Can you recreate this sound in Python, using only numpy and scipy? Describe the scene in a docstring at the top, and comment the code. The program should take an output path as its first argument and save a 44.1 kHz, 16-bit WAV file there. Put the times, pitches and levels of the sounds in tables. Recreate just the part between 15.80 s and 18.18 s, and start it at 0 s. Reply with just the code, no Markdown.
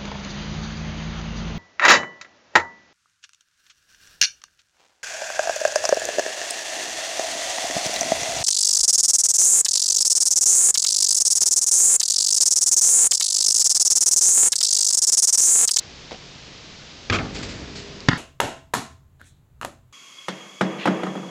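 """An open asphalt court, where a jump shot is played against an open-air background of hiss and rumble.
The shooter's shoes slap down as bursts of coloured noise. The ball clangs on the steel rim (noise cracks
and decaying modes), which rattles in its mount (random knocks) while board and pole hum on.
The ball brushes through the net as grainy noise, then smacks the ground: noise, a double skin thud and
air modes. This overloads the microphone, and two echoes and a scattered tail come back."""
import sys
import numpy as np
from scipy import signal
from scipy.fft import rfft, irfft, next_fast_len
from scipy.io import wavfile
from scipy.ndimage import uniform_filter1d

SR = 44100
rng = np.random.default_rng(int(sys.argv[2]) if len(sys.argv) > 2 else 0)


def dump_mix(stems):
    """Bounce the given channels to the path in sys.argv[1] as a 16-bit WAV at rate SR."""
    frames = np.atleast_2d(stems).T  # one column per channel
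    limited = np.clip(frames, -1, 1)  # hard clip at full scale
    pcm = np.round(limited * 32767).astype(np.int16)
    wavfile.write(sys.argv[1], SR, pcm)


N = 104781  # length in samples

# Open-air hiss and rumble, spectral density: [frequency_hz, relative_db]
AIR_SPECTRUM = [(25, 1.5), (54, -4), (110, -2.5), (145, -0.5), (220, -6), (330, -7.5), (500, -9),
                (840, -13), (1500, -13.5), (3000, -10.5), (4800, -11), (6600, -17.5), (8200, -26.5),
                (9000, -32.5)]
AIR_DB = -42

# Shoe slaps: [start_s, level_db]
SHOE_SLAPS = [(0.3101, -29.5), (0.3177, -30), (0.327, -31.5), (0.339, -40), (.3450, -34), (0.3585, -39)]
# Spectral density of a slap: [frequency_hz, relative_db]
SHOE_SPECTRUM = [(50, -0.5), (200, 0.5), (750, 5.5), (1200, -11.5), (3500, -6), (5500, -11), (8000, -25.5)]
# Pop of the sole: [pitch_hz, level_db, t60_s]
SOLE_MODES = [(763, -37.5, 0.053)]
SHOE_T60_S, SOLE_START_S = 0.032, 0.346

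# Blows of the ball on the rim: [start_s, level_db, crack_t60_s, treble_edge_hz]
RIM_BLOWS = [(1.2988, -12.5, 0.03, 4500), (1.2998, -14, 0.016, 8000), (1.3022, -12.5, 0.0095, 8100),
             (1.3108, -29.5, 0.017, 5000), (1.3875, -21.5, 0.076, 3280)]
# Spectral density of the crack: [frequency_hz, relative_db]
CRACK_SPECTRUM = [(100, -9), (500, 0), (1000, -8), (1550, 6), (1950, 1.5), (2450, 3), (2900, -9.5),
                  (3800, 0), (5200, -9.5), (7000, -13.5), (9000, -40)]
# Modes of the steel rim: [pitch_hz, relative_db, t60_s]
RIM_MODES = [(334, -9, .5), (415, -6, .3), (436, -2, .36), (712, -11, .25), (780, -9, .3), (1147, -8, .35),
             (1270, -2, .22), (1356, -3, .18), (1836, -10, .22), (2099, -5, .16), (2374, -8, .17),
             (2482, 0, .15), (2611, -8, .17), (3225, -8, .13), (3300, -8, .15)]
STEEL_DB = -21.5  # ring of the steel relative to the crack

# Loudness curve of the rim rattling in its mount: [time_s, level_db]
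RATTLE_LEVEL = [(1.304, -36), (1.312, -29), (1.319, -36), (1.326, -22), (1.348, -20.5), (1.364, -24.5),
                (1.376, -34), (1.40, -52), (1.47, -66.5)]
# Spectral density of the rattle: [frequency_hz, relative_db]
RATTLE_SPECTRUM = [(100, -25), (420, 0.5), (900, -12.5), (1330, 3.5), (1900, -13), (3300, -9.5),
                   (5300, -17), (7000, -21.5), (9000, -34)]
# Twang that sags and recovers as the rim flexes: [time_s, pitch_hz]
TWANG_PITCH = [(1.320, 3200), (1.326, 2600), (1.336, 2250), (1.348, 2480), (1.364, 2400), (1.373, 2750)]
KNOCKS_PER_S, KNOCK_SPREAD_DB = 3500, 3
TWANG_WIDTH_HZ, TWANG_DB, RATTLE_RING_DB = 150, -7.5, -7.5

# Modes of backboard and pole: [pitch_hz, level_db, t60_s]
BOARD_MODES = [(48.4, -39, 3), (97, -17.5, .27), (110, -30, .7), (150.7, -39, 3.5), (172, -33, .7),
               (241, -26, .6), (247.6, -37.5, 3.5), (296.1, -36.5, 2.8), (199.2, -37, 4), (328.4, -45, 3),
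               (446.8, -47, 3), (538.3, -50, 3.5), (640.6, -52, 4)]
# Close pair of pole modes that beat slowly: [pitch_hz, relative_db, t60_s]
POLE_MODES = [(402.5, -43, 12), (403.8, -43, 12)]
# Shaking of the board by the blow and by the tug on the net: [start_s, level_db, rise_s, t60_s]
BOARD_SHAKES = [(1.305, -31, 0.068, 0.98), (1.535, -36.5, .04, 4.4)]
# Spectral density of the shaking: [frequency_hz, relative_db]
SHUDDER_SPECTRUM = [(30, -19), (70, 4.5), (150, -1.5), (300, -4.5), (500, -6.5), (900, -16), (2000, -15),
                    (5000, -22.5), (9000, -35.5)]
BOARD_LAG_S, BOARD_RISE_S, POLE_DB = 0.00605, 0.0029, -4

# Dull clatter that trails the rattle, spectral density: [frequency_hz, relative_db]
CLATTER_SPECTRUM = [(120, -14), (300, 6), (450, -1.5), (800, 5.5), (1000, -4.5), (1300, 1.5), (1900, -20.5),
                    (3500, -28.5), (9000, -45)]
CLATTER_START_S, CLATTER_DB, CLATTER_T60_S, CLATTER_GRAIN_DB = 1.39, -31.5, 0.54, 3.5

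# Brushes of the ball through the net: [start_s, level_db, rise_s, t60_s]
NET_BRUSHES = [(1.533, -35.5, 0.022, 0.52), (1.626, -33.5, 0.0043, 0.16), (1.685, -40, 0.0057, 0.42),
               (1.952, -34.5, 0.0051, 0.36)]
# Spectral density of the cords: [frequency_hz, relative_db]
NET_SPECTRUM = [(300, -10), (1200, -7.5), (2300, 0.5), (3300, -2.5), (4600, 3), (6000, -5.5), (7700, -3),
                (9000, -13.5)]
NET_GRAIN_DB = 2
TICK_START_S, TICK_DB, TICK_T60_S, TICK_LOW_HZ = 2.205, -25.5, 0.0035, 3600

# Spectral density of the ball's smack on the ground: [frequency_hz, relative_db]
SMACK_SPECTRUM = [(100, -4), (400, 5), (900, -1), (1300, 2), (2100, 6.5), (2450, -3), (3000, -0.5),
                  (3800, -1.5), (5500, -10), (7500, -16.5), (9000, -28)]
# Mode of the ball's skin: [pitch_hz, relative_db, t60_s]
SKIN_MODES = [(203, 5, 0.013)]
# Modes of the air inside the ball: [pitch_hz, level_db, t60_s]
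CAVITY_MODES = [(1001, -30, .17), (1026, -34, .17), (1270, -25, .1), (1545, -31, .1), (1781, -31, .12),
                (2099, -26, .12), (2209, -31, .15), (2700, -28, .09), (2995, -28, .11), (3365, -32, .09),
                (3914, -30, .05)]
BOUNCE_START_S, SMACK_DB, SMACK_T60_S = 2.2858, -2.5, 0.025
CONTACT_S, RELEASE_T60_S = 0.0077, 0.01
LIFT_S, LIFT_DB, THUD_LOW_HZ = 0.00729, -5.5, 70

# Single echoes of the bounce: [delay_s, gain_db, bass_edge_hz, treble_edge_hz]
BOUNCE_ECHOES = [(0.0279, -13.5, 720, 3500), (.045, -13, 39.3, 3540)]
# Spectrum of the sound scattered by the court: [frequency_hz, relative_db]
COURT_SPECTRUM = [(60, -11), (200, -12.5), (600, -5), (1400, -3), (3000, -9.5), (5000, -5.5), (9000, -6)]
COURT_RISE_S, COURT_T60_S = 0.028, 0.5
HOOP_WET_DB, GROUND_WET_DB = -21, -10.5

# Frequency response of the microphone: [frequency_hz, gain_db]
MICROPHONE_RESPONSE = [(15, -22), (30, -2), (48, 0), (7200, 0), (8200, -9), (9000, -14.5)]
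OVERLOAD_CEILING, BAND_EDGE_HZ = 0.8, 8750


def amp(db):
    """Logarithmic level: decibels to amplitude gain."""
    return 10 ** (np.asarray(db) / 20)


def unit(x):
    """Normalisation: scales a signal to rms 1."""
    return x / np.sqrt(np.mean(x ** 2) + 1e-20)


def colour(x, points):
    """Linear filtering: weights the spectrum by (Hz, dB) points joined on a log-frequency axis."""
    hz, db = np.transpose(points)
    f = np.fft.rfftfreq(len(x), 1 / SR)
    gain = amp(np.interp(np.log(f + 1), np.log(hz + 1), db))
    return irfft(rfft(x) * gain, len(x))


def noise(points):
    """Random excitation: Gaussian noise of a given spectrum and rms 1."""
    return unit(colour(rng.standard_normal(N), points))


def fade(start, t60, rise=.0002):
    """Damping: a linear rise, then exponential decay by 60 dB in t60 seconds."""
    t = np.maximum(np.arange(N) / SR - start, 0)
    decay = amp(-60 * np.maximum(t - rise, 0) / t60)
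    return np.minimum(t / rise, 1) * decay


def ring(modes, start, rise=0.00016):
    """Modal superposition: damped sinusoids struck together."""
    t = np.arange(N) / SR - start
    return sum(amp(db) * fade(start, t60, rise) * np.sin(2 * np.pi * hz * t) for hz, db, t60 in modes)


def band(x, low_hz, high_hz):
    """Causal band-pass filtering, which keeps the attack sharp."""
    edges = [low_hz, min(high_hz, SR / 3)]
    return signal.sosfilt(signal.butter(3, edges, "bandpass", fs=SR, output="sos"), x)


def grainy(depth_db):
    """Amplitude modulation: an uneven level of rms 1 that changes every few milliseconds."""
    wander = unit(uniform_filter1d(rng.standard_normal(N), size=120))
    return unit(amp(depth_db * wander))


def resonate(x, hz, width_hz):
    """Moving resonance: shifts the curve hz to zero frequency, low-passes and shifts back; peak gain 1."""
    turn = np.exp(2j * np.pi * np.cumsum(hz) / SR)
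    r = np.exp(-np.pi * width_hz / SR)
    return 2 * (turn * signal.lfilter([1 - r], [1, -r], x / turn)).real


def open_air():
    """Stationary random sound: steady coloured noise as background hiss and rumble."""
    return amp(AIR_DB) * noise(AIR_SPECTRUM)


def shoes():
    """Impact noise: toes and heels slap the asphalt in damped bursts, and the sole pops as a mode."""
    level = sum(amp(db) * fade(start, SHOE_T60_S) for start, db in SHOE_SLAPS)
    return noise(SHOE_SPECTRUM) * level + ring(SOLE_MODES, SOLE_START_S)


def clang():
    """Impulsive excitation: each blow makes a noise crack and sets the steel's modes ringing."""
    total = 0
    for start, db, t60, edge_hz in RIM_BLOWS:
        crack = band(noise(CRACK_SPECTRUM) * fade(start, t60), 20, edge_hz)
        steel = amp(STEEL_DB) * ring(RIM_MODES, start)
        total = total + amp(db) * (crack + steel)
    return total


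def rattle():
    """Repeated random impacts: knocks in the mount drive a gliding resonance and the rim's modes."""
    struck = rng.random(N) < KNOCKS_PER_S / SR
    sign = rng.choice([-1, 1], N)
    strength = amp(KNOCK_SPREAD_DB * rng.standard_normal(N))
    knocks = unit(struck * sign * strength)
    t = np.arange(N) / SR
    level = amp(np.interp(t, *np.transpose(RATTLE_LEVEL), left=-120, right=-120))
    modes = ring(RIM_MODES, 0)
    rung = signal.fftconvolve(knocks * level, modes / np.linalg.norm(modes))[:N]
    twang = unit(resonate(knocks, np.interp(t, *np.transpose(TWANG_PITCH)), TWANG_WIDTH_HZ))
    body = unit(colour(knocks, RATTLE_SPECTRUM))
    return level * (body + amp(TWANG_DB) * twang) + amp(RATTLE_RING_DB) * rung


def backboard():
    """Modal decay and beating: board and pole thump and hum on, with a noisy shudder."""
    start = RIM_BLOWS[0][0] + BOARD_LAG_S
    board = ring(BOARD_MODES, start, BOARD_RISE_S)
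    pole = amp(POLE_DB) * ring(POLE_MODES, start, BOARD_RISE_S)
    shaking = sum(amp(db) * fade(s, t60, rise) for s, db, rise, t60 in BOARD_SHAKES)
    return board + pole + noise(SHUDDER_SPECTRUM) * shaking


def court(x, wet_db):
    """Diffuse scattering: convolves with a decaying noise tail of unit energy."""
    tail = noise(COURT_SPECTRUM) * fade(0, COURT_T60_S, rise=COURT_RISE_S)
    return amp(wet_db) * signal.fftconvolve(x, tail / np.linalg.norm(tail))[:N]


def clatter():
    """Damped random sound: a dark clatter trails the rattle as grainy, fading noise."""
    level = amp(CLATTER_DB) * fade(CLATTER_START_S, CLATTER_T60_S, rise=.008)
    return noise(CLATTER_SPECTRUM) * grainy(CLATTER_GRAIN_DB) * level


def net():
    """Friction noise: cords rub grainily on the ball; one faint tick follows."""
    level = sum(amp(db) * fade(start, t60, rise) for start, db, rise, t60 in NET_BRUSHES)
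    brush = noise(NET_SPECTRUM) * grainy(NET_GRAIN_DB) * level
    tick = amp(TICK_DB) * band(noise(NET_SPECTRUM) * fade(TICK_START_S, TICK_T60_S), TICK_LOW_HZ, SR)
    return brush + tick


def bounce():
    """Elastic impact: a smack while the ball is squashed, a double skin thud and the ping of its air."""
    since_release = np.maximum(np.arange(N) / SR - BOUNCE_START_S - CONTACT_S, 0)
    contact = amp(-60 * since_release / RELEASE_T60_S)
    smack = amp(SMACK_DB) * noise(SMACK_SPECTRUM) * fade(BOUNCE_START_S, SMACK_T60_S) * contact
    first_thud = ring(SKIN_MODES, BOUNCE_START_S)
    # the skin thuds again as the ball springs back
    second_thud = amp(LIFT_DB) * ring(SKIN_MODES, BOUNCE_START_S + LIFT_S)
    thud = band(first_thud + second_thud, THUD_LOW_HZ, SR)
    return smack + thud + ring(CAVITY_MODES, BOUNCE_START_S)


def echoes(x):
    """Discrete reflection: delayed, band-limited copies of the bounce."""
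    return sum(amp(db) * np.pad(band(x, low_hz, high_hz), (round(delay * SR), 0))[:N]
               for delay, db, low_hz, high_hz in BOUNCE_ECHOES)


def scene():
    """Linear superposition: all sources and reflections over the open-air background."""
    rim = clang() + rattle()
    hoop = rim + court(rim, HOOP_WET_DB) + backboard() + clatter() + net()
    ball = bounce()
    ground = ball + echoes(ball) + court(ball, GROUND_WET_DB)
    return (open_air() + shoes() + hoop + ground)[None]


def record(dry):
    """Saturation, then linear filtering: peak overload, the microphone's colour and a band limit."""
    clipped = dry[0] / (1 + (dry[0] / OVERLOAD_CEILING) ** 6) ** (1 / 6)
    # silence appended so that the filter does not wrap round
    padded = np.pad(clipped, (0, next_fast_len(N + SR) - N))
    heard = colour(padded, MICROPHONE_RESPONSE)[:N]
    low_pass = signal.firwin(255, BAND_EDGE_HZ, window=("kaiser", 9), fs=SR)
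    return signal.oaconvolve(heard, low_pass, "same")[None]


dry = scene()
out = record(dry)
dump_mix(out)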